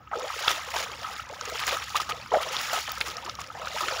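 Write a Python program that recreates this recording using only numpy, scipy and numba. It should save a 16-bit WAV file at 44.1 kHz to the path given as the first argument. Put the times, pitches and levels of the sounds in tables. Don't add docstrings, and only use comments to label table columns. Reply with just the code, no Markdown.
import sys
import numpy as np
from scipy import signal
from scipy.fft import rfft, irfft
from scipy.io import wavfile
from scipy.ndimage import uniform_filter1d
from numba import njit

SR = 44100
rng = np.random.default_rng(int(sys.argv[2]) if len(sys.argv) > 2 else 0)


def to_linear_factor(level_db):
    exponent = np.asarray(level_db, float) / 20
    return 10 ** exponent


def persist_wave(psi):
    counts = np.round(np.clip(psi, -1, 1) * 32767).astype(np.int16)
    wavfile.write(sys.argv[1], SR, np.atleast_2d(counts).T)


N = 176400

# time_s, level_db
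FLOW = [(0, -66), (0.108, -58), (.15, -40.5), (.45, -31.5), (.66, -38.5), (.8, -36), (.89, -40.5),
        (1.17, -37.5), (1.269, -47.5), (1.6, -32.5), (1.97, -39), (2.29, -45), (2.339, -38.5), (2.7, -30),
        (2.84, -35.5), (3.33, -44.5), (3.52, -47), (3.78, -33)]
# start_s, level_db, fade_db_per_s
PLUNGES = [(0, -51.5, 187), (0.113, -32.5, 27), (0.732, -34, 52), (.95, -42, 29), (1.296, -41, 14),
           (1.72, -35, 197), (1.94, -40, 100), (2.091, -38, 74), (2.314, -31, 35), (2.72, -42.5, 144),
           (2.97, -43, 16), (3.546, -38.5, 1)]
# start_s, peak_db, pitch_hz
GULPS = [(0.114, -27, 783), (0.129, -21, 852), (0.154, -25, 513), (0.242, -23, 610), (.66, -45, 910),
         (0.739, -22.5, 860), (0.761, -21.5, 900), (1.294, -35, 1040), (1.323, -31, 680), (1.474, -31, 456),
         (1.52, -26.5, 628), (1.681, -22.5, 950), (1.725, -22, 538), (1.744, -27, 618), (1.946, -19.5, 959),
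         (2.096, -31.5, 795), (2.318, -17.5, 943), (2.337, -9.5, 686), (2.357, -10.5, 615.5),
         (2.378, -34, 810), (2.403, -22.5, 1070), (2.73, -19.5, 672), (2.774, -23.5, 713),
         (2.882, -34, 622), (3.226, -35.5, 890), (3.275, -28.5, 938), (3.515, -38, 850), (3.55, -28, 794),
         (3.594, -41, 502), (3.763, -22, 907), (3.826, -34, 351), (3.907, -24.5, 622)]
# start_s, peak_db, pitch_hz
PLINKS = [(0.073, -29.5, 1196), (.205, -22, 1250), (.25, -26, 1270), (.3, -16, 1250), (.34, -17, 1365),
          (.43, -20, 1370), (0.8972, -20.5, 1300), (1.0425, -18.5, 1270), (1.07, -22, 1300),
          (1.1945, -15, 1310), (1.41, -18, 1274), (1.435, -26, 1220), (1.555, -16.5, 1300),
          (1.7664, -13.5, 1245), (1.8725, -25, 1260), (1.921, -26, 1220), (1.954, -3.5, 1094),
          (1.9988, -11, 1165), (2.1077, -14, 1190), (2.2596, -22.5, 1380), (2.384, -17.5, 1235),
          (2.4228, -20.5, 1210), (2.49, -24, 1205), (2.545, -16.5, 1253), (2.973, -19.5, 1290),
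          (3.1802, -20.5, 1200), (3.262, -21, 1160), (3.2923, -18.5, 1255), (3.3875, -16, 1085),
          (3.411, -17, 1104), (3.5011, -21.5, 1310), (3.6147, -21.5, 1270), (3.671, -13, 1350)]
# start_s, peak_db, pitch_hz
GLUGS = [(0.219, -45, 450), (0.36, -44, 438), (0.505, -44, 383), (0.91, -47, 375), (1.32, -45, 473),
         (1.548, -38, 456), (2.323, -23.5, 461), (2.465, -37, 485), (3.08, -44.5, 412), (3.252, -46, 345),
         (3.875, -41, 361), (3.963, -45.5, 447)]
# start_s, level_db, hold_s
SLAPS = [(0.476, -21, 0.0067), (0.49, -24, 0.019), (0.506, -28.5, 0.013), (0.524, -34.5, 0.058),
         (0.7, -45, 0.011), (0.74, -31.5, 0.015), (0.759, -28.5, 0.056), (0.826, -31.5, 0.019),
         (1.15, -52, 0.027), (1.452, -32.5, 0.0048), (1.671, -24, 0.022), (1.715, -26.5, 0.033),
         (1.954, -27.5, 0.026), (2.001, -27.5, 0.02), (2.091, -28.5, 0.014), (2.33, -39, 0.06),
         (2.409, -33.5, 0.022), (2.53, -33.5, 0.08), (2.727, -27.5, 0.026), (2.755, -28.5, 0.042),
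         (3.005, -26, 0.0098), (3.051, -34.5, 0.063), (3.242, -40, 0.019), (3.28, -43.5, 0.04),
         (3.394, -37, 0.015), (3.756, -35.5, 0.02), (3.806, -27.5, 0.0084), (3.877, -54, 0.0052),
         (3.995, -52, .03)]
# start_s, peak_db, pitch_hz
DROPS = [(0.115, -19.5, 1650), (0.4784, -5.5, 1530), (0.4806, 1, 3090), (0.827, -15, 2740),
         (0.917, -19, 4070), (1.1643, -16, 3140), (1.411, -12.5, 4570), (1.594, -10, 3170),
         (1.6365, -13, 2640), (1.6784, -9, 1700), (1.71, -9, 2570), (1.9556, -13, 2070),
         (2.1209, -10.5, 3040), (2.344, -13, 1930), (2.5666, -5, 3300), (2.5905, -13, 3260),
         (2.918, -11.5, 6400), (2.9185, -9, 11900), (3.0069, -37, 1640), (3.0118, -3, 2700),
         (3.1686, -12.5, 4680), (3.296, -11.5, 4730), (3.4162, -13.5, 6700), (3.442, -24, 2700),
         (3.8833, -12, 1670)]
# start_s, peak_db, pitch_hz
TICKS = [(0.2804, -45, 5840), (0.424, -27, 5400), (0.453, -32, 5660), (0.514, -15.5, 5160),
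         (0.7038, -24, 5270), (0.742, -28, 5340), (0.7647, -21.5, 4660), (0.9556, -34, 5070),
         (1.1287, -36, 5140), (1.29, -33.5, 4430), (1.311, -39, 5500), (1.3438, -38, 4650),
         (1.4544, -26, 4960), (1.498, -24.5, 5330), (1.537, -30, 4570), (1.6674, -17, 5490),
         (1.7696, -25, 6690), (1.8937, -28, 6000), (1.967, -19.5, 4560), (2.3336, -49, 6400),
         (2.4016, -38, 4760), (2.462, -41, 4660), (2.5384, -43, 5810), (2.613, -18, 6720),
         (2.7147, -37, 5600), (2.7327, -15.5, 5500), (2.8928, -26.5, 4800), (2.952, -31, 5160),
         (2.981, -26, 5240), (3.0824, -22, 5630), (3.248, -30, 5330), (3.3154, -49, 4840),
         (3.352, -29.5, 5500), (3.4042, -30, 6640), (3.4647, -38, 4640), (3.4732, -34, 5700),
         (3.5244, -40, 6230), (3.6564, -28, 4670), (3.681, -27, 4730), (3.733, -30, 4860),
         (3.7587, -29, 4950), (3.8184, -24, 6700), (3.884, -23.5, 4800), (3.954, -44, 5030)]
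# freq_hz, gain_db
SPRAY_SPECTRUM = [(150, -45.5), (350, -12.5), (600, -12.5), (1200, -5), (3000, 3), (6000, -1), (10000, 1.5),
                  (16000, -15)]
# freq_hz, gain_db
FIELD_SPECTRUM = [(25, -41), (50, -10.5), (110, -3), (300, -16), (700, -29.5), (1300, -15), (4000, -37),
                  (15000, -46)]
# freq_hz, gain_db
MIC_RESPONSE = [(3500, -3.5), (4300, -5), (5600, -1), (6300, -5.5), (6900, -2), (8000, -15.5),
                (14200, -6.5), (15000, 5)]

GLIDE = 0.13
GULP_CYCLES, PLINK_CYCLES = 8.5, 8


def level(x, db):
    return x * to_linear_factor(db) / np.sqrt(np.mean(x ** 2))


def colour(x, points):
    hz, db = np.array(points, float).T
    bins_hz = np.arange(1, 4098) * SR / 8192
    log_gain = np.interp(np.log(bins_hz), np.log(hz), db) * np.log(10) / 20
    cepstrum = irfft(log_gain)
    cepstrum[1:4096] *= 2
    cepstrum[4097:] = 0
    impulse = irfft(np.exp(rfft(cepstrum)))
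    return signal.fftconvolve(x, impulse)[:len(x)]


def walk(rate_hz):
    hold = int(SR / rate_hz)
    steps = np.repeat(rng.standard_normal(N // hold + 1), hold)
    return 1.3 * uniform_filter1d(uniform_filter1d(steps, hold), hold)[:N]


@njit
def ring(n, start_s, pitch_hz, cycles, size, glide, rise_cycles):
    out = np.zeros(n)
    for j in range(len(start_s)):
        i = int(start_s[j] * SR)
        turns = pitch_hz[j] / SR
        step = 2 * np.pi * turns
        decay = np.exp(-2 * turns / cycles[j])
        swell = np.exp(-turns / rise_cycles)
        up = 1 + glide[j] * turns / cycles[j]
        a, unswollen, phase = size[j], 1., 0.
        while i < n and a > .004 * size[j] and step < 3:
            phase += step
            step *= up
            a *= decay
            unswollen *= swell
            out[i] += a * (1 - unswollen) * np.sin(phase)
            i += 1
    return out


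def swarm(count, lo_hz, hi_hz, cycles, scatter_db, rise):
    u = rng.random((count, 5)).T
    start_s = u[0] * N / SR
    pitch_hz = lo_hz * (hi_hz / lo_hz) ** u[1]
    size = to_linear_factor(-scatter_db * np.log(1.004 - u[3]))
    return level(ring(N, start_s, pitch_hz, cycles * (.5 + u[2]), size, GLIDE * 2 * u[4], rise), 0)


def spit(s, db, hz, spread_s):
    u = rng.random((len(s), 8, 3)).T
    late = -np.log(1.004 - u[0]) + 0.0036
    start_s = (s + spread_s * late).ravel()
    pitch_hz = np.minimum(hz * 2 ** (1.2 * u[1] - .5), .36 * SR).ravel()
    cycles = 3 + 11 * u[2].ravel() ** 2
    size = to_linear_factor(db - 2.3 * late).ravel()
    return ring(N, start_s, pitch_hz, cycles, size, GLIDE + 0 * pitch_hz, 0.28)


def wading(t):
    flow_db = np.interp(t, *np.array(FLOW, float).T)
    hiss_db = -11 + walk(60) + 3.6 * walk(150)
    hiss = to_linear_factor(hiss_db) * level(colour(rng.standard_normal(N), SPRAY_SPECTRUM), 0)
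    crackle = swarm(count=5000, lo_hz=2400, hi_hz=15600, cycles=5, scatter_db=2.8, rise=0.4)
    crackle = level(colour(crackle, SPRAY_SPECTRUM), -13.5)
    u = rng.random((700, 3)).T
    patter = spit(u[0] * N / SR, -3.2 * np.log(1.004 - u[1]), 1800 * 7 ** u[2], spread_s=.003)
    patter = level(colour(patter, SPRAY_SPECTRUM), -10.5)
    fizz = swarm(count=3200, lo_hz=1400, hi_hz=7560, cycles=11, scatter_db=2.8, rise=0.8)
    fizz *= to_linear_factor(-6.5 + 1.15 * walk(35))
    drips = to_linear_factor(-8) * swarm(count=900, lo_hz=1710, hi_hz=8950, cycles=20, scatter_db=3.0, rise=1.5)
    gurgle = swarm(count=1400, lo_hz=749, hi_hz=1980, cycles=7.0, scatter_db=-2.5, rise=0.68)
    gurgle *= to_linear_factor(-9 + 2.8 * walk(30.41))
    brighten = to_linear_factor(.42 * (flow_db + 42.5))
    return to_linear_factor(flow_db + 2.5) * (brighten * (hiss + crackle + patter) + fizz + drips + gurgle)


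def churn(t):
    s, db, fade = np.array(PLUNGES, float).T
    k = np.searchsorted(s, t, "right") - 1
    env = uniform_filter1d(to_linear_factor(db[k] - fade[k] * (t - s[k])), size=300)
    return env * swarm(count=600, lo_hz=450, hi_hz=1100, cycles=11, scatter_db=2.5, rise=1.3)


def air_pockets(table, cycles, gain_db, brood_db):
    s, db, hz = np.array(table, float).T
    u = rng.random((len(s), 4, 3)).T
    brood_s = (s + u[0] * 1.2 * cycles / hz).ravel()
    brood_hz = (hz * 2 ** (1.795 * u[1] - .5)).ravel()
    brood_size = to_linear_factor(db + brood_db - 10.8 * u[2]).ravel()
    same = 0 * brood_s
    brood = ring(N, brood_s, brood_hz, 0.95 * cycles + same, brood_size, GLIDE + same, 0.37)
    parents = ring(N, s, hz * 0.961, cycles + 0 * s, to_linear_factor(db), GLIDE + 0 * s, 1.3)
    return to_linear_factor(gain_db) * (parents + brood)


def bubbles():
    gulps = air_pockets(GULPS, GULP_CYCLES, gain_db=5.5, brood_db=-5.0)
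    plinks = air_pockets(PLINKS, PLINK_CYCLES, gain_db=-5.0, brood_db=-4.0)
    glugs = air_pockets(GLUGS, GULP_CYCLES, gain_db=10.5, brood_db=-4.5)
    return gulps + plinks + glugs


def slaps(t):
    attack_s, release_s = 0.00048, 0.0093
    env = np.zeros(N)
    for s, db, hold_s in SLAPS:
        attack = np.clip((t - s) / attack_s, 0, 1)
        release = np.exp(-np.maximum(t - s - hold_s, 0) / release_s)
        env += to_linear_factor(db) * attack * release
    grains = swarm(count=9000, lo_hz=478, hi_hz=12800, cycles=2.1, scatter_db=2.5, rise=0.081)
    water = colour(grains + .5 * rng.standard_normal(N), SPRAY_SPECTRUM)
    return env * to_linear_factor(2.2 * walk(160)) * level(water, 0)


def drops():
    s, db, hz = np.array(DROPS, float).T
    strike = ring(N, s, hz, 3.5 + 0 * s, to_linear_factor(db), GLIDE + 0 * s, 0.2)
    return to_linear_factor(-3.5) * strike + spit(s, db - 10.5, hz, spread_s=0.001)


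def ticks():
    s, db, hz = np.array(TICKS, float).T
    return spit(s, db + 1.5, hz, spread_s=.0015) + spit(s, db - 7.5, 1.77 * hz, spread_s=.0012)


def field():
    hum_hz, width_hz = 67.1, 9.1
    peak = signal.iirpeak(2 * hum_hz / SR, hum_hz / width_hz)
    hum = signal.lfilter(*peak, signal.lfilter(*peak, rng.standard_normal(N)))
    floor = colour(rng.standard_normal(N), FIELD_SPECTRUM) * to_linear_factor(2 * walk(4.49))
    return level(hum, -53.5) + level(floor, -50)


def scene():
    t = np.arange(N) / SR
    water = wading(t) + churn(t) + bubbles() + slaps(t) + drops() + ticks()
    return (water + field())[None]


def low_pass(x):
    return signal.sosfilt(signal.butter(12, 16490, fs=SR, output="sos"), x)


def record(dry):
    case_hz, case_width_hz, case_db = 1270, 80, 7
    case = signal.iirpeak(2 * case_hz / SR, case_hz / case_width_hz)
    x = dry[0] + to_linear_factor(case_db) * signal.lfilter(*case, dry[0])
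    x = colour(x, MIC_RESPONSE)
    x = signal.sosfilt(signal.ellip(8, .2, 45, 15650, fs=SR, output="sos"), x)
    x = signal.sosfilt(signal.butter(2, 38, "high", fs=SR, output="sos"), x)
    return low_pass(x[None])


dry = scene()
out = record(dry)
persist_wave(out)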